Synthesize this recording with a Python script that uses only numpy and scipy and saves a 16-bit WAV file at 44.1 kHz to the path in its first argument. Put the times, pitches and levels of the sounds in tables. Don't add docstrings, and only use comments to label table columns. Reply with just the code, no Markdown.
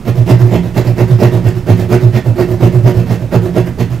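import sys
import numpy as np
from scipy import signal
from scipy.io import wavfile
from scipy.ndimage import uniform_filter1d

SR = 44100
rng = np.random.default_rng(int(sys.argv[2]) if len(sys.argv) > 2 else 0)


def output_pcm(signal):
    pcm = np.clip(np.atleast_2d(signal).T, -1, 1) * 32767
    wavfile.write(sys.argv[1], SR, np.round(pcm).astype(np.int16))


N = 176400
T = np.arange(N) / SR

# f/Hz, level/dB
RUMBLE_SPECTRUM = [(15, -8.5), (35, -23), (70, -11.5), (150, -12.5), (500, -33.5), (2000, -47),
                   (16000, -64)]
# start t/s, fastest t/s, fade t/s, grit level/dB, knock level/dB,
# hollow ring level/dB, boom level/dB, boom delay after the fastest moment t/s
CUT_STROKES = [(0.047, 0.086, 0.021, -34.0, -24, -33, -15, 0.017),
               (0.259, 0.308, 0.027, -28, -15.5, -19.5, -6, 0.027),
               (0.488, 0.55, 0.029, -32.5, -17, -26.5, -15.0, -0.015),
               (0.741, 0.788, 0.02, -29, -18.5, -25.5, -13.5, 0.0018),
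               (0.955, 1.006, 0.027, -32.5, -19, -21.0, -10.5, 0.021),
               (1.183, 1.235, 0.032, -28, -15.5, -18, -8, 0.018),
               (1.426, 1.473, 0.032, -36, -25.5, -27, -11, -0.0032),
               (1.663, 1.705, 0.026, -29, -16.5, -21.5, -7.5, 0.013),
               (1.886, 1.94, 0.022, -28.5, -16.5, -15, -10, 0.0021),
               (2.125, 2.169, 0.02, -31, -21, -26.5, -14, -0.014),
               (2.354, 2.409, 0.027, -31.0, -18.5, -18.0, -18.5, 0.0003),
               (2.592, 2.645, 0.026, -30.5, -16.5, -18.5, -7.5, 0.0015),
               (2.83, 2.878, 0.029, -31.5, -19, -19, -7.5, -0.015),
               (3.057, 3.124, 0.027, -33.5, -22.5, -35.5, -15.5, -0.0021),
               (3.312, 3.349, 0.021, -30.5, -16, -22.0, -11.5, 0.024),
               (3.536, 3.583, 0.023, -31.5, -17.0, -20, -14, 0.012),
               (3.78, 3.808, 0.023, -31.5, -22, -29, -16, 0.016)]
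RETURN_STROKES = [(0.146, 0.19, 0.028, -40.5, -25, -32.5, -10.5, 0.016),
                  (0.386, 0.423, 0.043, -37.5, -23.5, -24, -8.0, 0.015),
                  (0.618, 0.657, 0.035, -43, -29.5, -37.5, -23.5, 0.0076),
                  (0.841, 0.879, 0.028, -37.0, -22.5, -30.5, -13, 0.016),
                  (1.074, 1.117, 0.034, -38, -25.5, -26, -8.5, 0.017),
                  (1.311, 1.346, 0.035, -38, -20, -30, -13.5, 0.01),
                  (1.544, 1.571, 0.023, -42.0, -32, -31.5, -20.0, -0.0038),
                  (1.768, 1.805, 0.033, -36, -23.5, -28.5, -17.5, 0.018),
                  (1.996, 2.039, 0.037, -39.5, -25, -24, -7.5, 0.02),
                  (2.241, 2.274, 0.031, -41.5, -22.5, -40, -11.5, 0.018),
                  (2.474, 2.52, 0.029, -39.5, -24.5, -23.5, -19.0, 0.0011),
                  (2.714, 2.752, 0.038, -40.5, -24.5, -26.0, -10.5, 0.018),
                  (2.938, 2.98, 0.036, -38.5, -22.5, -27, -13.0, 0.0066),
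                  (3.191, 3.227, 0.028, -47, -29, -37.5, -22.5, 0.012),
                  (3.414, 3.454, 0.032, -39.5, -24, -24.5, -19.0, -0.032),
                  (3.651, 3.681, 0.019, -41, -30, -32.5, -25.5, 0.021),
                  (3.896, 3.931, 0.03, -43, -35.5, -39.5, -19.5, 0.0043)]
# f/Hz, level/dB
CUT_GRIT_SPECTRUM = [(100, -2), (700, 4), (1300, 1.5), (1850, 3), (2600, -4), (3600, -8.5), (5000, -9.5),
                     (7000, -14.5), (9500, -20.5), (13000, -12.5), (16000, -21.5)]
RETURN_GRIT_SPECTRUM = [(100, -18), (700, 7), (1300, 1), (1850, -1.5), (2600, -6), (3600, -8), (5000, -8.5),
                        (7000, -12.5), (9500, -18), (13000, -11), (16000, -20)]
# f/Hz, level/dB
BLADE_MODES = [(1556, -66.5), (1658, -72.5), (1760, -45.5), (1825, -45.5), (2030, -48), (2186, -71.5),
               (2369, -59.5), (2541, -55), (2654, -47)]
# f/Hz, level/dB, T60/s
PANEL_MODES = [(116.4, -28, 0.06), (164, -18, 0.13), (177.1, 3, 0.38), (210, -4.5, 0.066),
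               (249.5, -6, 0.19), (315.4, -3, 0.033), (305.6, 4.5, 0.04), (370.4, -5.5, 0.076),
               (466.4, -3, 0.14), (572.5, -4, .14), (643, 1.5, 0.055), (703, -14, 0.17),
               (752.3, -8.5, 0.092), (830, -5.5, 0.061), (944.3, -18, 0.25)]
# f/Hz, level/dB
THUD_SPECTRUM = [(20, -39), (65, -12), (130, -4.5), (300, 4.5), (550, -2.5), (800, -13), (1200, -19),
                 (2000, -28), (4000, -49), (16000, -69)]
# f/Hz, T60/s
CLOSET_DECAY = [(100, 0.68), (500, 0.11), (2000, 0.32), (6000, 0.21), (16000, 0.067)]
# f/Hz, level/dB
CRUNCH_SPECTRUM = [(60, -36.5), (200, 6), (320, 2.5), (450, 1), (600, 4), (800, -9.5), (1100, -15),
                   (1600, -26.5), (3000, -36), (16000, -66)]
# t/s, level/dB
CRUMB_SNAPS = [(1.488, -30), (2.778, -39)]

CUT_LEAD_S, RETURN_LEAD_S, GRIT_LEAD_S = .0057, .0039, .0059
GRIT_ROOM_DB, KNOCK_ROOM_DB = -6, -14


def amp(db):
    return 10 ** (np.asarray(db) / 20)


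def unit(x):
    return x / np.sqrt(np.mean(x ** 2) + 1e-20)


def read(points, hz):
    f, value = np.transpose(points)
    return np.interp(np.log(hz + 1), np.log(f + 1), value)


def ring(x, response):
    return signal.fftconvolve(x, response / np.linalg.norm(response))[:N]


def colour(x, spectrum):
    log_gain = np.log(amp(read(spectrum, abs(np.fft.fftfreq(4096, 1 / SR)))))
    transfer = np.exp(np.conj(signal.hilbert(log_gain)))
    return ring(x, np.fft.ifft(transfer).real[:2048])


def drift(size):
    return unit(uniform_filter1d(uniform_filter1d(rng.standard_normal(N), size), size))


def rumble():
    return amp(-29) * colour(rng.standard_normal(N), RUMBLE_SPECTRUM)


def swell(strokes, levels_db, catch_db, power=1, lead_s=0, catch_s=.016):
    energy = np.zeros(N)
    for (start, fastest, fade, *_), db in zip(strokes, levels_db):
        peak = fastest - lead_s
        catch = np.clip((T - start) / catch_s + .5, 0, 1)
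        rise = amp(catch_db * np.clip((peak - T) / (peak - start), 0, 1))
        fall = np.exp(-.5 * (np.maximum(T - peak, 0) / fade) ** 1.8)
        energy += (amp(db) * (catch * rise * fall) ** power) ** 2
    return np.sqrt(energy)


def teeth(effort, top_hz, slowest=.45, jitter=.22, spread_db=6):
    speed = slowest + (1 - slowest) * effort
    passed = np.cumsum(top_hz * speed * np.exp(jitter * drift(size=120))) / SR
    strikes = np.diff(np.floor(passed), prepend=0) > 0
    clicks = strikes * amp(spread_db * np.clip(rng.standard_normal(N), -2, 2))
    local_rms = np.sqrt(abs(uniform_filter1d(clicks ** 2, size=1600)) + 1e-6)
    return clicks / local_rms


def grit(bites, grains_per_s=22000, spread_db=2, crumble_s=.0043, steady=.65):
    crumble = unit(signal.lfilter([1], [1, -np.exp(-1 / (crumble_s * SR))], bites))
    grains = rng.standard_normal(N) * (rng.random(N) < grains_per_s / SR)
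    grains *= amp(spread_db * rng.standard_normal(N))
    return unit(grains * (steady + (1 - steady) * crumble))


def blade(scrape, t60_s=.11):
    t = T[:SR // 4]
    modes = sum(amp(db - 60 * t / t60_s) * np.sin(2 * np.pi * (hz * t + rng.random()))
                for hz, db in BLADE_MODES)
    return amp(-9.5) * ring(scrape, modes)


def shifting_timbre(rasp, depth_db=2):
    bands = signal.stft(rasp, nperseg=256)[2]
    patches = uniform_filter1d(rng.standard_normal(bands.shape), size=3, axis=0)
    patches = unit(uniform_filter1d(patches, size=16, axis=1))
    return signal.istft(bands * amp(depth_db * (patches - .5)), nperseg=256)[1][:N]


def panel(force):
    t = T[:SR // 3]
    modes = sum(amp(db - 60 * t / t60) * np.sin(2 * np.pi * (hz * t + rng.random()))
                for hz, db, t60 in PANEL_MODES)
    return amp(2) * ring(force, modes) + amp(-4) * colour(force, THUD_SPECTRUM)


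def hollow_ring(drive, hz=361.4, wander_hz=4.96, decay_s=.006):
    pole = np.exp(-1 / (decay_s * SR))
    envelope = signal.lfilter([1 - pole], [1, -pole], drive)
    cycles = np.cumsum(hz + wander_hz * drift(size=500)) / SR
    return amp(2) * envelope * np.sqrt(2) * np.sin(2 * np.pi * cycles)


def closet(x, first_echo_s=.003):
    n = SR // 2
    echoes = rng.standard_normal(n) * (rng.random(n) < .1) * (T[:n] > first_echo_s)
    hz, t, bands = signal.stft(echoes, SR, nperseg=256)
    decay = amp(-60 * t / read(CLOSET_DECAY, hz)[:, None])
    return ring(x, signal.istft(bands * decay, SR, nperseg=256)[1])


def saw(strokes, spectrum, teeth_hz, catch_db, lead_s, knock_cutoff_hz):
    grit_db, knock_db, hollow_db = np.transpose(strokes)[3:6]
    effort = swell(strokes, np.zeros(len(strokes)), catch_db)
    bites = teeth(effort, teeth_hz)
    scrape = grit(bites) * swell(strokes, grit_db, catch_db, lead_s=GRIT_LEAD_S)
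    rasp = shifting_timbre(colour(scrape, spectrum) + blade(scrape))
    force = bites - uniform_filter1d(bites, size=600)
    force *= swell(strokes, knock_db, catch_db, power=.92, lead_s=lead_s)
    knocks = panel(signal.lfilter(*signal.butter(1, knock_cutoff_hz, fs=SR), force))
    room = closet(amp(GRIT_ROOM_DB) * rasp + amp(KNOCK_ROOM_DB) * knocks)
    return rasp + knocks + hollow_ring(swell(strokes, hollow_db, catch_db)) + room


def crunch(width_s=.02):
    envelope = sum(amp(knock_db) * np.exp(-((T - fastest + CUT_LEAD_S) / width_s) ** 2)
                   for _, fastest, _, _, knock_db, *_ in CUT_STROKES)
    burst = amp(-2.5) * colour(envelope * rng.standard_normal(N), CRUNCH_SPECTRUM)
    return burst + amp(KNOCK_ROOM_DB) * closet(burst)


def boom(strokes, stretch=1, hz=119.4, sag_hz_per_s=69.4, wander_hz=5):
    rise_s, fall_s = .023 * stretch, .037 * stretch
    wander = wander_hz * drift(size=700)
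    out = np.zeros(N)
    for _, fastest, *_, db, delay in strokes:
        near = abs(T - fastest - delay) < .15
        t = T[near] - fastest - delay
        cycles = np.cumsum(hz - sag_hz_per_s * t + wander[near]) / SR + rng.random()
        envelope = np.where(t < 0, np.exp(-(t / rise_s) ** 2), 1 / np.cosh(1.75 * t / fall_s))
        out[near] += amp(db) * np.sqrt(2) * envelope * np.sin(2 * np.pi * cycles)
    return out


def snaps(decay_s=.00072):
    envelope = sum(amp(db) * (T >= start) * np.exp(-abs(T - start) / decay_s)
                   for start, db in CRUMB_SNAPS)
    crack = colour(envelope * rng.standard_normal(N), [(500, -18), (4000, -7), (7500, 12), (16000, -3)])
    return crack + amp(GRIT_ROOM_DB) * closet(crack)


def scene():
    cuts = saw(CUT_STROKES, CUT_GRIT_SPECTRUM, teeth_hz=260, catch_db=-14,
               lead_s=CUT_LEAD_S, knock_cutoff_hz=830)
    cuts += boom(CUT_STROKES) + crunch()
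    returns = saw(RETURN_STROKES, RETURN_GRIT_SPECTRUM, teeth_hz=341.8, catch_db=-6,
                  lead_s=RETURN_LEAD_S, knock_cutoff_hz=594)
    mic = rumble() + cuts + returns + boom(RETURN_STROKES, stretch=1.21) + snaps()
    mic = signal.lfilter(*signal.butter(1, 20, "high", fs=SR), mic)
    return amp(2) * np.array([mic, mic])


def record(dry, right_gain_db=7, cutoff_hz=15800):
    clipped = np.clip(dry * amp([[0], [right_gain_db]]), -1, 1)
    lowpass = signal.firwin(511, cutoff_hz, window=("kaiser", 9), fs=SR)
    return signal.oaconvolve(clipped, lowpass[None], "same")


dry = scene()
out = record(dry)
output_pcm(out)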